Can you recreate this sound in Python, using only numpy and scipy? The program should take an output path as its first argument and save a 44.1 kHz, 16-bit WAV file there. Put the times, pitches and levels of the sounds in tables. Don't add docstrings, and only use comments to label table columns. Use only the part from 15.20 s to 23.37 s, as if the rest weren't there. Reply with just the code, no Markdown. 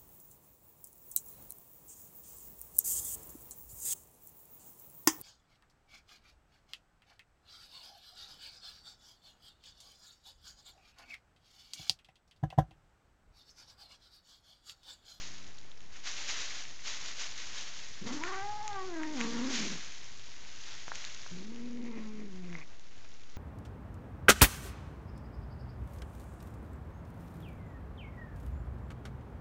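import sys
import numpy as np
from scipy import signal
from scipy.fft import rfft, irfft
from scipy.io import wavfile

SR = 44100
rng = np.random.default_rng(int(sys.argv[2]) if len(sys.argv) > 2 else 0)


def log_audio(samples):
    frames = np.atleast_2d(samples).T
    limited = np.clip(frames, -1, 1)
    pcm = np.round(limited * 32767).astype(np.int16)
    wavfile.write(sys.argv[1], SR, pcm)


N = 360297
TIME, FREQS = np.arange(N) / SR, np.fft.rfftfreq(N, 1 / SR)

# frequency_hz, gain_db
AIR_TONE = [(20, -43.5), (35, -48.5), (75, -47.5), (100, -49), (160, -53), (300, -55.5), (600, -59.5),
            (1200, -61.5), (2000, -61), (4000, -65.5), (7500, -67.5)]
# pitch_hz, level_db
HUM_NOTES = [(93.5, -63.5), (187, -64), (280, -69.5), (373, -74)]
# time_s, gain
HUM_FADE = [(.25, .81), (.32, .074)]
DRONE_SWELL = [(2.85, 0), (3.0, 1), (3.55, 1), (3.9, 0)]

# time_s, level_db
SHEET_DRAG = [(0, -70), (.64, -68.5), (1.5, -56.5), (2.8, -54), (3.8, -55), (4.95, -59.5), (5.4, -53.5),
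              (6.13, -53.5), (6.3, -61.5), (6.6, -65.5), (7.55, -71.5), (7.72, -66), (8.16, -69)]
# peak_s, level_db, rise_s, fade_s
SHEET_PUSHES = [(.01, -47, 0.068, .18), (0.769, -53.5, 0.052, 0.074), (0.882, -40.5, .035, .07),
                (1.012, -43, 0.088, 0.12), (1.098, -37.5, 0.028, 0.076), (1.218, -41.5, 0.075, 0.16),
                (1.4, -47, 0.13, 0.07), (1.679, -40.5, .035, 0.16), (1.888, -45, .07, 0.07),
                (2.02, -41, 0.045, 0.09), (2.212, -46, 0.059, 0.23), (2.388, -44, .05, 0.11),
                (2.591, -51, 0.098, 0.15), (2.873, -44.5, .01, 0.035), (2.933, -42.5, .01, 0.044),
                (3.07, -50, .06, 0.22), (4.022, -45, 0.088, 0.63), (4.37, -37, .08, 0.16),
                (5.52, -52, 0.088, 0.15), (5.85, -49.5, 0.15, 0.13), (7.381, -62, .2, 0.029)]
# frequency_hz, gain_db
SHEET_TONE = [(80, -23), (150, -16.5), (300, -11), (600, -8), (850, -10.5), (1200, -8.5), (1900, -4),
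              (2600, -4), (3600, -2.5), (5200, -4), (6500, -2), (7500, -5)]
FOLD_TONE = [(2200, -8.5), (4500, -35.5)]
# start_s, knock_db, knock_hz, tick_db
CREASE_SNAPS = [(0.3864, -49, 3850, -40), (0.5164, -42.5, 3520, -51), (0.574, -49, 2450, -56),
                (0.6059, -47, 3600, -44), (3.0371, -21.5, 2010, -30), (3.0779, -30, 1800, -41),
                (3.4787, -30.5, 2480, -23.5), (3.8336, -28, 1893, -35), (4.0055, -25, 1887, -27.5),
                (4.0119, -20.5, 2410, -27), (5.7556, -33, 2500, -27), (5.8432, -32.5, 2290, -45),
                (5.85, -32, 4020, -30.5), (5.9474, -42, 3900, -31.5), (6.3606, -42.5, 3120, -43),
                (7.596, -55, 3900, -43)]
# start_s, level_db, pitch_hz, ring_s
SHEET_TAPS = [(5.6809, -33, 1443, 0.0015), (5.718, -28.5, 1420, 0.005), (6.0636, -39.5, 1370, 0.0024),
              (7.845, -52, 1088, 0.0019), (7.85, -48, 2270, 0.0038)]

# time_s, pitch_hz, effort_db
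YOWL_VOICE = [(2.81, 174.6, -43.5), (2.902, 256.1, -45), (2.948, 284.3, -37.5), (2.976, 283.4, -45),
              (3.09, 378.6, -47.5), (3.218, 389.8, -43), (3.252, 412.0, -41), (3.474, 427.7, -43.5),
              (3.578, 381.9, -44), (3.666, 374.2, -48.5), (3.786, 314, -38), (3.924, 309.7, -38.5),
              (3.988, 239.6, -41.5), (4.036, 229.7, -37), (4.204, 237.4, -39), (4.298, 279.6, -36.5),
              (4.322, 252, -44), (4.416, 210.8, -40.5), (4.58, 176.3, -48.5)]
GROWL_VOICE = [(6.11, 172.8, -44.5), (6.186, 179, -48.5), (6.308, 229.9, -47), (6.426, 240.4, -46.5),
               (6.628, 243.1, -44.5), (6.764, 220.7, -46), (7.046, 208.5, -46.5), (7.094, 190.2, -47.5),
               (7.34, 172.1, -45.5), (7.43, 140, -63.5)]
# time_s, level_db, resonance_hz, roughness (1 or more is fully rough)
YOWL_JAW = [(2.81, -98, 460, 1.23), (2.87, -49, 518, 0.75), (2.97, -54.5, 800, 0.65),
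            (3.02, -45.5, 950, 0.14), (3.13, -41, 1200, 0.24), (3.21, -46, 1388, 0.03),
            (3.28, -56, 1269, 0.09), (3.46, -56, 1120, .1), (3.59, -42.5, 1130, 0),
            (3.68, -56.5, 1040, 0.08), (3.76, -49.5, 785, 0.04), (3.85, -48, 586, 0.18),
            (3.93, -56, 656, .2), (4.01, -45.5, 950, 0.21), (4.12, -52, 1077, 0.24),
            (4.26, -47.5, 1040, 0.39), (4.36, -61, 890, 0.4), (4.57, -79, 797, 0.85)]
GROWL_JAW = [(6.11, -74.5, 950, 0.27), (6.33, -70, 850, .17), (6.55, -73, 940, 0.18),
             (6.64, -66, 980, 0.32), (6.745, -60.5, 975, 0.15), (6.783, -66, 967, 0.56),
             (6.815, -62, 980, 0.097), (6.95, -66, 958.5, 0.17), (7.04, -73, 960, 0.28),
             (7.16, -73.5, 890, 0.057), (7.35, -61, 505, 0.17), (7.44, -63, 450, 0.34)]
# pitch_hz, gain_db
LOWEST_NOTE_GAIN = [(170, -2), (240, 1), (320, -2.5), (370, 1.5), (383, -6), (425, -21.5)]
OCTAVE_GAIN = [(170, -11.5), (235, -11.5), (275, -17), (320, -18), (368, -8.5), (384, -7), (420, 0.5)]
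# centre_hz, width_hz, gain_db
THROAT_BANDS = [(1600, 450, -12.5), (2000, 420, -17)]
CHEST_BANDS = [(289, 193, 0)]
# centre_hz, width_hz, gain_db
OPEN_MOUTH_BANDS = [(1120, 880, 10), (1920, 550, 4), (3300, 470, -32)]
TEETH_BANDS = [(1070, 520, 4.5), (2140, 670, 10), (2400, 220, -5), (3560, 750, -16)]
# frequency_hz, gain_db
CAT_TONE = [(60, -26), (110, 6), (160, -1.0)]
# start_s, level_db, pitch_hz, ring_s
MOUTH_SMACKS = [(7.3285, -34.5, 2130, .0017), (7.352, -33.5, 2080, 0.0093), (7.3843, -42, 2083, 0.0026),
                (7.415, -44, 2146, 0.0042)]

# frequency_hz, decay_s
ROOM_DECAY = [(150, 0.28), (600, 0.51), (2500, 0.15), (8000, 0.11)]
# frequency_hz, gain_db
MIC_TONE = [(6800, 2), (7200, -2), (7600, -9.5), (8000, -20.5), (8500, -21), (8900, -28.5)]


def amp(db):
    return 10 ** (np.asarray(db) / 20)


def unit(x):
    return x / np.sqrt(np.mean(x ** 2) + 1e-20)


def curves(rows, t):
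    times, *columns = np.transpose(rows)
    return [np.interp(t, times, column) for column in columns]


def at_hz(points, hz):
    freqs, values = np.transpose(points)
    return np.interp(np.log(hz + 1), np.log(freqs), values)


def colour(x, tone):
    return irfft(rfft(x) * amp(at_hz(tone, FREQS)), N)


def add(mix, start_s, sound):
    part = mix[max(round(start_s * SR), 0):][:len(sound)]
    part += sound[:len(part)]


def wobble(size, hz):
    f = np.fft.rfftfreq(size, 1 / SR)
    spectrum = rfft(rng.standard_normal(size))
    return unit(irfft(spectrum * np.exp(-(f / hz) ** 2) * f / (f + hz / 10), size))


def resonance(hz, centre_hz, width_hz):
    return 1j * hz * width_hz / (centre_hz ** 2 - hz ** 2 + 1j * hz * width_hz)


def ring(x, bands):
    f = np.fft.rfftfreq(len(x), 1 / SR)
    gain = sum(amp(db) * resonance(f, hz, width) * abs(resonance(f, hz, width)) for hz, width, db in bands)
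    return irfft(rfft(x) * gain, len(x))


def ping(hz, ring_s):
    t = np.arange(SR // 40) / SR
    age = t * np.log(1e3) / ring_s
    return (age * np.exp(1 - age)) ** 2 * np.sin(2 * np.pi * hz * t)


def background(air_db=-59, drone_db=-64, drone_hz=106):
    fade, = curves(HUM_FADE, TIME)
    swell, = curves(DRONE_SWELL, TIME)
    wavering_time = TIME + np.cumsum(.0044 * wobble(N, 12)) / SR
    hum = np.sqrt(2) * sum(amp(db) * np.sin(2 * np.pi * hz * wavering_time) for hz, db in HUM_NOTES)
    drone = amp(drone_db) * unit(ring(rng.standard_normal(N), [(drone_hz, 20, 0)]))
    air = amp(air_db + 1.3 * wobble(N, 13)) * unit(colour(rng.standard_normal(N), AIR_TONE))
    return fade * hum + swell * drone + air


def handling_db():
    power = amp(curves(SHEET_DRAG, TIME)[0]) ** 2
    for peak_s, db, rise_s, fade_s in SHEET_PUSHES:
        late_s = TIME - peak_s
        fall = np.where(late_s < 0, (late_s / rise_s) ** 2, late_s / fade_s).clip(0, 20)
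        power += (amp(db) * np.exp(-fall)) ** 2
    return 10 * np.log10(power)


def buckles(per_s, spread_db=2.6):
    size = amp(spread_db * np.minimum(rng.exponential(1, N), 4)) * rng.choice([-1, 1], N)
    return unit(size * (rng.random(N) < per_s / SR))


def rustle(slide_db=-4, wrinkle_db=-4, crackle_db=-14.5, gain_db=1.5):
    work_db = handling_db()
    push_db = work_db - work_db.mean()
    per_s = 500 * amp(1.3 * push_db)
    wrinkles = sum(ring(buckles(per_s), [(hz, .99 * hz, 0)]) for hz in np.geomspace(900, 7000, num=7))
    wrinkles = unit(wrinkles / np.sqrt(per_s))
    crackles = unit(sum(ring(buckles(12), [(hz, 1800, 0)]) for hz in (2250, 3900, 5230, 5840)))
    crackles *= amp(crackle_db - .46 * push_db)
    hiss = amp(slide_db) * rng.standard_normal(N)
    sheet = unit(colour(hiss + amp(wrinkle_db) * wrinkles + crackles, SHEET_TONE))
    folds = (amp(3.5 - .0439 * push_db) - 1) * colour(sheet, FOLD_TONE)
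    return (sheet + folds) * amp(gain_db + work_db + .5 * wobble(N, 40))


def snaps(knock_s=.0027, tick_s=.0014):
    out = np.zeros(N)
    tick = ping(6800, tick_s) + amp(-5) * ping(4360, tick_s)
    for start_s, knock_db, knock_hz, tick_db in CREASE_SNAPS:
        add(out, start_s, amp(knock_db) * ping(knock_hz, knock_s) + amp(tick_db) * tick)
    return out


def overtones(pitch_hz, phase, mouth_hz, mouth_width_hz=360, flutter_db=3.2):
    multiples = np.arange(3, 15)[:, None]
    notes_hz = multiples * pitch_hz
    jaw = resonance(notes_hz, mouth_hz, mouth_width_hz) ** 2
    throat = sum(amp(db) * abs(resonance(notes_hz, hz, width)) ** 2 for hz, width, db in THROAT_BANDS)
    flutter = amp(flutter_db * np.array([wobble(len(phase), 15) for _ in multiples]))
    gain = (abs(jaw) + throat) * flutter
    notes = gain * np.cos(multiples * phase + np.angle(jaw))
    return np.sqrt(2) * notes.sum(0) / np.linalg.norm(gain, axis=0)


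def cat_call(voice, mouth, rasp_bands, rasp_db, octave_db, pitch_shake, level_shake, rumble_db):
    t = np.arange(voice[0][0], mouth[-1][0], 1 / SR)
    hz, effort_db = curves(voice, t)
    mouth_db, mouth_hz, rough = curves(mouth, t)
    rough = np.clip(rough, .03, 1)
    rough_loss_db = 7 * rough
    lowest_db = effort_db + at_hz(LOWEST_NOTE_GAIN, hz)
    opening_db = .21 * (mouth_db - mouth_db.mean())
    second_db = effort_db + octave_db + at_hz(OCTAVE_GAIN, hz) + opening_db - rough_loss_db
    hz = hz * (1 + .0075 * wobble(len(t), 34) + pitch_shake * rough * wobble(len(t), 93.7))
    phase = 2 * np.pi * np.cumsum(hz) / SR
    strength = 1 + level_shake * rough * wobble(len(t), 80)
    murmur = amp(lowest_db) * np.cos(phase) + amp(second_db) * np.sin(2 * phase)
    murmur *= np.sqrt(2) * (1 - .25 * rough)
    fits = unit(amp(4 * np.tanh(wobble(len(t), 22))))
    chest = unit(ring(rng.standard_normal(len(t)), CHEST_BANDS))
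    rumble = fits * rough * amp(lowest_db + rumble_db) * chest
    bright = amp(mouth_db - rough_loss_db) * overtones(hz, phase, mouth_hz)
    puffs = (.22 + ((1 + np.cos(phase)) / 2) ** 3) * fits * rng.standard_normal(len(t))
    rasp = amp(mouth_db + rasp_db) * np.sqrt(rough) * unit(ring(puffs, rasp_bands))
    sound = strength * (murmur + bright) + rumble + rasp
    return t[0], sound * signal.windows.tukey(len(t), .01)


def cat():
    out = np.zeros(N)
    add(out, *cat_call(YOWL_VOICE, YOWL_JAW, OPEN_MOUTH_BANDS, rasp_db=0, octave_db=1.5,
                       pitch_shake=.12, level_shake=.4, rumble_db=-3))
    add(out, *cat_call(GROWL_VOICE, GROWL_JAW, TEETH_BANDS, rasp_db=10.5, octave_db=.5,
                       pitch_shake=.13, level_shake=.5, rumble_db=1.5))
    for start_s, db, hz, ring_s in MOUTH_SMACKS:
        add(out, start_s, amp(db) * (ping(hz, ring_s) + .8 * ping(.5 * hz, ring_s / 4.2)))
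    return colour(out, CAT_TONE)


def taps():
    out = np.zeros(N)
    for start_s, db, hz, ring_s in SHEET_TAPS:
        add(out, start_s, amp(db) * (ping(hz, ring_s) + .85 * ping(.75 * hz, ring_s)))
    return out


def room(x, echoes_per_s=2500):
    size = SR // 2
    echoes = rng.choice([-1, 1], size) * (rng.random(size) < echoes_per_s / SR) * (TIME[:size] > .004)
    hz, t, spectrum = signal.stft(echoes, SR, nperseg=256)
    decay = amp(-60 * t / at_hz(ROOM_DECAY, hz)[:, None])
    tail = signal.istft(spectrum * decay, SR, nperseg=256)[1]
    return signal.fftconvolve(x, tail / np.linalg.norm(tail))[:N]


def scene():
    voice, clicks = cat(), snaps() + taps()
    to_room = amp(-14) * voice + amp(-15) * clicks
    return (voice + clicks + rustle() + room(to_room) + background())[None]


def record(dry, cutoff_hz=9000, offset=-.0154):
    low_pass = signal.firwin(511, cutoff_hz, window=("kaiser", 9), fs=SR)
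    return signal.oaconvolve(colour(dry[0], MIC_TONE), low_pass, "same")[None] + offset


dry = scene()
out = record(dry)
log_audio(out)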